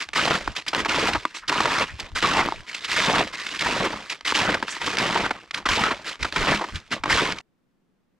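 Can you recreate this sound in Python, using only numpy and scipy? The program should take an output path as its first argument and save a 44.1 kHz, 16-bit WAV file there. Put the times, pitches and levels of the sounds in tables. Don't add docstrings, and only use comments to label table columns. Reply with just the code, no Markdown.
import sys
import numpy as np
from scipy import signal
from scipy.fft import rfft, irfft
from scipy.io import wavfile
from scipy.ndimage import uniform_filter1d

SR = 44100
rng = np.random.default_rng(int(sys.argv[2]) if len(sys.argv) > 2 else 0)


def transcribe(u):
    v = np.clip(np.atleast_2d(u).T, -1, 1)
    q = np.round(v * 32767).astype(np.int16)
    wavfile.write(sys.argv[1], SR, q)


N = 361179
TIME = np.arange(N) / SR
CLOCK = np.arange(0, N / SR, .0005)
BITE_S = 0.016
UNLOAD_DB_PER_S, SCUFF_DB_PER_S = 514, 544


def undb(db):
    return 10 ** (np.asarray(db) / 20)


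def unit(x):
    return x / np.sqrt(np.mean(x ** 2))


def band(x, lo_hz, hi_hz, order=2):
    edges = [lo_hz, min(hi_hz, SR / 2 - 1)]
    return signal.sosfilt(signal.butter(order, edges, "band", fs=SR, output="sos"), x)


def colour(x, points, size=4096):
    hz, db = np.transpose(points)
    grid_hz = np.maximum(np.fft.rfftfreq(size, 1 / SR), 1)
    gain = undb(np.interp(np.log(grid_hz), np.log(hz), db))
    cepstrum = irfft(np.log(gain))
    cepstrum[1:size // 2] *= 2
    cepstrum[size // 2 + 1:] = 0
    impulse_response = irfft(np.exp(rfft(cepstrum)))
    return signal.fftconvolve(x, impulse_response[None], axes=1)[:, :N]


def resonance(x, hz, t60, spread, hold_s):
    bend = rng.standard_normal(N)[(TIME / hold_s).astype(int)]
    phasor = np.exp(2j * np.pi * np.cumsum(hz * np.exp(spread * bend)) / SR)
    pole = np.exp(-np.log(1000) / (t60 * SR))
    return 2 * np.real(phasor * signal.lfilter([1 - pole], [1, -pole], x / phasor))


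def contact(start_s, length_s, rise_s, fall_db_per_s):
    age = CLOCK - start_s
    return np.clip(age / rise_s, 0, 1) * undb(-fall_db_per_s * np.clip(age - length_s, 0, 1))


def hush(level_db=-69.5):
    # frequency in Hz, relative level in dB.
    spectrum = [(30, -7.5), (90, -15), (190, -0.5), (650, -18.5), (1500, -23), (14000, -45)]
    air = rng.standard_normal(N) + 1.4 * rng.standard_normal((2, N))
    return unit(colour(air, spectrum)) * undb(level_db)


def gait(scuff_rise_s=0.019, crumble_db_per_s=288.5, settle_db_per_s=116.5):
    # start and length in seconds, then, in relative dB,
    # first scrape, crush at full weight, fall of the scrape over the step, settling afterwards.
    steps = [(0.144, 0.22, -22.5, -24, 6.5, -7), (0.878, 0.21, -25.5, -22.5, 2, -7.5),
             (1.476, 0.35, -31, -24, -3.5, -15), (2.214, 0.2, -25.5, -19.5, 2.5, -6.5),
             (2.955, 0.27, -21, -22.5, 8.5, -14), (3.598, 0.27, -25.5, -23, 8, -4),
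             (4.336, 0.17, -18, -21.5, 16.5, -3), (4.975, 0.29, -26.5, -22, 7.5, -12),
             (5.679, 0.21, -21.5, -23, 10.5, -8), (6.351, 0.2, -31.5, -22.5, -2, -7),
             (7.09, 0.23, -18.5, -27.5, 16.5, -10.5)]
    # start and length in seconds,
    # scrape and crush in relative dB.
    scuffs = [(0, 0.0031, -22, -46), (0.548, 0.042, -33.5, -46.5), (0.662, 0.018, -29.5, -36),
              (0.733, 0.075, -32, -26), (1.339, 0.035, -35, -67.5), (1.976, 0.089, -47.5, -43.5),
              (2.148, 0.036, -24, -40), (2.662, 0.21, -42, -51.5), (2.875, 0.074, -27.5, -37.5),
              (3.318, 0.25, -36, -45.5), (3.95, 0.16, -48.5, -77), (4.097, 0.026, -31, -46),
              (4.247, 0.064, -25, -51), (4.663, 0.11, -36, -54), (4.795, 0.16, -33.5, -34.5),
              (5.531, 0.047, -35.5, -34), (6.042, 0.069, -32.5, -42.5), (6.188, 0.1, -42, -40.5),
              (6.313, 0.044, -39.5, -37), (6.732, 0.038, -39.5, -47), (6.904, 0.034, -29.5, -30.5),
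              (7.045, 0.22, -41.5, -25.5)]
    scrape_power, crush_power = undb(-70) ** 2, undb(-64) ** 2
    for start, length_s, scrape_db, crush_db, fall_db, settle_db in steps:
        progress = np.clip((CLOCK - start) / length_s, 0, 1)
        load = contact(start, length_s, BITE_S, UNLOAD_DB_PER_S)
        settling = undb(settle_db) * contact(start, length_s, BITE_S, settle_db_per_s)
        sliding = undb(scrape_db - fall_db * progress)
        weight = undb(crush_db - 6.5 * (1 - progress) ** 1.7)
        scrape_power += (np.maximum(load, settling * undb(2)) * sliding) ** 2
        crush_power += (np.maximum(load, settling) * weight) ** 2
    for start, length_s, scrape_db, crush_db in scuffs:
        scrape_power += (contact(start, length_s, scuff_rise_s, SCUFF_DB_PER_S) * undb(scrape_db)) ** 2
        crush_power += (contact(start, length_s, scuff_rise_s, crumble_db_per_s) * undb(crush_db)) ** 2
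    return np.interp(TIME, CLOCK, np.sqrt(scrape_power)), np.interp(TIME, CLOCK, np.sqrt(crush_power))


def jerks(rate, fade_s, depth):
    jumps = (rng.random(N) < rate / SR) * rng.exponential(size=N)
    relaxing = signal.lfilter([1], [1, -np.exp(-1 / (fade_s * SR))], jumps)
    return unit(np.sqrt(1 + depth * relaxing))


def fractures(rate, scatter_db, slip_s, lo_hz, hi_hz, lag_s, even_s, snaps):
    when, pitch, phase = rng.random((int(rate * N / SR), 3)).T[:, :, None]
    size, length, bearing = rng.standard_normal((len(when), 3)).T[:, :, None]
    delay = slip_s * np.exp(length / 2) * rng.exponential(size=(len(when), snaps))
    chip_hz = lo_hz * (hi_hz / lo_hz) ** pitch
    swing = np.sin(2 * np.pi * (chip_hz * delay + phase))
    push = undb(scatter_db * np.minimum(size, 2)) * swing
    lag = lag_s * (1 + bearing)
    oversample, ports = 4, []
    for side in (1, -1):
        arrival_s = when * N / SR + delay + side * lag / 2
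        slots = np.abs(arrival_s * SR * oversample).astype(int).ravel()
        ports.append(np.bincount(slots, push.ravel(), N * oversample)[:N * oversample])
    crackle = signal.resample_poly(ports, 1, oversample, axis=1)
    span = int(even_s * SR)
    power = uniform_filter1d(uniform_filter1d(np.mean(crackle ** 2, axis=0), span), span)
    return crackle / np.sqrt(np.abs(power) + power.mean() / 20)


def scrape(force, light_db=-34, shard_db=-13):
    # frequency in Hz, relative level in dB.
    spectrum = [(100, -29), (330, -4.5), (800, -9.5), (960, -3.5), (2000, -0.5), (5000, -7), (7800, -15),
                (15500, -40)]
    rasp = fractures(rate=1300, scatter_db=4.5, slip_s=.0022, lo_hz=955, hi_hz=5500,
                     lag_s=1.6e-5, even_s=.05, snaps=30)
    shards = fractures(rate=55, scatter_db=5.0, slip_s=.001, lo_hz=900, hi_hz=4500,
                       lag_s=1.5e-5, even_s=.2, snaps=24)
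    plates = resonance(rasp, hz=2300, t60=.007, spread=.3, hold_s=.035)
    grit = colour(rasp + plates, spectrum)
    load = force / undb(light_db)
    crystals = band(grit, 2100, 13000, order=1) * load ** (2 / 3)
    ticking = undb(shard_db) * colour(shards, spectrum) * np.sqrt(load) * 2
    scraped = grit * force + (crystals + ticking) * undb(light_db)
    return scraped / band(grit, 1800, 8000).std() * undb(-3.5)


def crush(force):
    # frequency in Hz, relative level in dB.
    spectrum = [(30, -16.5), (100, -1), (170, 0.5), (450, -0.5), (820, -2.5), (1100, 0), (1800, 0.5),
                (3500, -5), (12000, -60.5)]
    grains = fractures(rate=850, scatter_db=4.0, slip_s=.002, lo_hz=158, hi_hz=2012,
                       lag_s=3.5e-5, even_s=.03, snaps=14)
    creak = resonance(grains, hz=900, t60=.012, spread=.5, hold_s=.02)
    crunch = colour(grains + 2 * creak, spectrum)
    return crunch / band(crunch, 150, 800).std() * force * undb(-4.5)


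def frame(drive):
    # frequency in Hz, gain over the direct sound in dB, T60 in seconds.
    modes = [(205, -7.5, .06), (312, -4, .13), (670, -10, .08), (935, -4, .04), (1210, -6, .04),
             (2100, -9, .06)]
    return drive + sum(undb(db) * resonance(drive, hz, t60, spread=0.059, hold_s=.07)
                       for hz, db, t60 in modes)


def crack(hz, length_s, width=1.644):
    t = TIME[:SR // 10]
    crumbs = undb(-22) * np.exp(-t / 0.0071)
    decay = np.exp(-(t / length_s) ** 2 / 2) + crumbs
    attack = 1 - np.exp(-4 * t / length_s)
    burst = rng.choice([-1, 1], len(t)) * decay * attack
    slab = unit(band(burst, hz / width, hz * width))
    ring = unit(np.sin(2 * np.pi * hz * t) * t * np.exp(-hz * t)) * min(0.0026 / length_s, 1)
    upper = band(burst, hz, hz * 3, order=1)
    edge = unit(band(upper, hz / 2, 5070)) * min(hz / 1350, 1) ** 2
    thud = unit(band(burst, 257, 480)) * min(1100 / hz, 1) ** 2
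    snap = slab + undb(-1) * ring + undb(-5) * edge + undb(-7) * thud
    return snap * np.sqrt(SR / 100 / np.sum(snap ** 2))


def cracks():
    # start in seconds, level in dB, pitch in Hz, length in seconds.
    breaks = [(0.042, -43.5, 1900, 0.0023), (0.088, -35, 1580, 0.0018), (0.132, -27.5, 1620, 0.006),
              (0.158, -22.5, 1200, 0.0046), (0.274, -20.5, 795, 0.0063), (0.476, -21.5, 1000, 0.0023),
              (0.564, -28.5, 2460, 0.004), (0.681, -25, 3430, 0.0061), (0.731, -22, 1180, 0.0055),
              (0.748, -20.5, 1700, 0.00086), (0.848, -25.5, 1730, 0.0033), (0.855, -21, 1210, 0.008),
              (1.132, -23, 1660, 0.0056), (1.147, -18, 960, 0.011), (1.252, -19, 1103, 0.002),
              (1.479, -24, 2960, 0.01), (1.495, -19.5, 1700, 0.0027), (1.526, -24, 1130, 0.0014),
              (1.604, -16, 1150, 0.003), (1.655, -18.5, 1170, 0.0037), (1.998, -28, 2790, 0.0065),
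              (2.225, -22.5, 1360, 0.002), (2.486, -23, 834, 0.0015), (2.522, -24.5, 870, 0.0019),
              (2.745, -27, 2500, 0.0059), (2.842, -25, 2250, 0.012), (3.276, -35.5, 1590, 0.0018),
              (3.465, -28.5, 2150, 0.004), (3.591, -25.5, 2440, 0.0054), (4.097, -26.5, 2710, 0.0066),
              (4.209, -39.5, 1760, 0.0016), (4.251, -28.5, 2220, 0.0033), (4.322, -20.5, 970, 0.00082),
              (4.541, -17.5, 1080, 0.0071), (4.626, -22, 1050, 0.003), (4.682, -28.5, 1640, 0.001),
              (4.766, -33.5, 1160, 0.0023), (4.814, -26, 1340, 0.0065), (4.877, -26, 990, 0.0032),
              (4.97, -24.5, 2130, .002), (4.985, -22.5, 2330, 0.002), (5.262, -26.5, 1500, 0.0033),
              (5.307, -19.5, 1100, 0.0057), (5.509, -30.5, 2100, 0.0035), (5.544, -23.5, 2280, 0.0038),
              (5.655, -17, 1320, 0.012), (5.688, -21, 1600, 0.0028), (5.836, -21.5, 1330, 0.004),
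              (5.907, -19, 1100, 0.013), (6.227, -21.5, 2050, 0.006), (6.246, -22, 1210, 0.0064),
              (6.324, -28.5, 1900, 0.0023), (6.36, -19, 1350, 0.0062), (6.518, -21, 598, 0.0078),
              (6.596, -33, 1000, .002), (6.609, -23, 720, 0.014), (6.639, -26, 920, 0.0057),
              (6.755, -30.5, 2270, 0.0069), (6.925, -25, 1950, 0.0044), (7.036, -22, 1270, 0.0044),
              (7.057, -24.5, 1100, 0.0027), (7.1, -19, 1560, 0.035), (7.322, -28, 1900, 0.0018),
              (7.385, -34, 2380, 0.0029)]
    track = np.zeros(N + SR)
    for start_s, db, hz, length_s in breaks:
        snap, start = crack(hz, length_s), int(start_s * SR)
        track[start:start + len(snap)] += undb(db) * snap
    return np.array([np.roll(track, 1), track])[:, :N]


def wind(crushing, stride_db=-19, puff_s=.019):
    # time of the peak in seconds, level in dB.
    puff_peaks = [(.49, -33.5), (1.16, -33), (1.94, -37), (2.04, -41.5), (2.145, -36), (2.592, -38),
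                  (5.71, -29.5), (6.235, -31), (6.41, -31.5), (6.53, -31), (6.754, -30), (7.14, -31)]
    stride = undb(stride_db) * uniform_filter1d(crushing, SR // 4) * jerks(rate=10, fade_s=.02, depth=6)
    puffs = sum(undb(db) * np.exp(-((TIME - peak_s) / puff_s) ** 2 / 2) for peak_s, db in puff_peaks)
    shared = unit(band(rng.standard_normal(N), 25, 100))
    separate = unit(band(rng.standard_normal((2, N)), 14, 66))
    return unit(shared + separate) * (stride + puffs)


def clinks(reach=0.66):
    # start in seconds, level in dB, pitch in Hz.
    blows = [(0.565, -27.5, 2550), (0.682, -27, 4240), (4.985, -28.5, 4800)]
    # frequency in Hz, T60 in seconds.
    modes = [(2590, .05), (3190, .04), (3570, .045), (4890, .06)]
    track, t = np.zeros(N + SR), TIME[:SR // 5]
    for start_s, db, pitch_hz in blows:
        ring, start = 0, int(start_s * SR)
        for hz, t60 in modes:
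            excitation = np.exp(-np.abs(np.log(hz / pitch_hz)) / reach)
            ring += excitation * np.sin(2 * np.pi * hz * t) * np.exp(-np.log(1000) * t / t60)
        track[start:start + len(t)] += undb(db) * ring / ring[:SR // 100].std()
    return track[:N]


def swishes():
    # start in seconds, length in seconds, level in dB.
    brushes = [(1.343, 0.03, -44), (4.693, 0.026, -35)]
    level = sum(undb(db) * contact(start, length_s, BITE_S, SCUFF_DB_PER_S)
                for start, length_s, db in brushes)
    noise = rng.standard_normal(N) + rng.standard_normal((2, N)) / 2
    powder = unit(band(noise, lo_hz=5200, hi_hz=8300, order=3))
    return powder * np.interp(TIME, CLOCK, level)


def hollows(width=1.27):
    # start and length in seconds, level in dB, pitch in Hz.
    slabs = [(1.496, 0.33, -30, 1090), (1.417, 0.015, -38, 1440), (1.881, 0.016, -32.5, 1810),
             (2.355, 0.062, -21.5, 950), (3.82, 0.031, -24, 418), (6.485, 0.071, -26.5, 210),
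             (7.171, 0.03, -24.5, 1196)]
    track = np.zeros(N)
    for start, length_s, db, hz in slabs:
        croak = unit(band(rng.standard_normal(N), hz / width, hz * width))
        envelope = contact(start, length_s, BITE_S, UNLOAD_DB_PER_S)
        track += undb(db) * croak * np.interp(TIME, CLOCK, envelope)
    return track


def scene(cut_s=7.413):
    scraping, crushing = gait()
    slips = jerks(rate=25, fade_s=0.014, depth=1.0)
    collapses = jerks(rate=50, fade_s=.01, depth=2.5)
    snow = (crush(crushing) + hollows()) * collapses + scrape(scraping * slips)
    shoes = frame(snow + cracks()) + clinks() + swishes()
    treble = band(shoes, 2100, 12000)
    shoes = shoes * np.array([[.98], [1.02]]) + treble * np.array([[-.11], [.2]])
    return (shoes + wind(crushing)) * (TIME < cut_s) + hush()


def record(dry, ceiling=.7, top_hz=15500):
    rounded = ceiling * np.tanh(dry / ceiling)
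    return signal.sosfilt(signal.ellip(8, .2, 70, top_hz, fs=SR, output="sos"), rounded)


dry = scene()
out = record(dry)
transcribe(out)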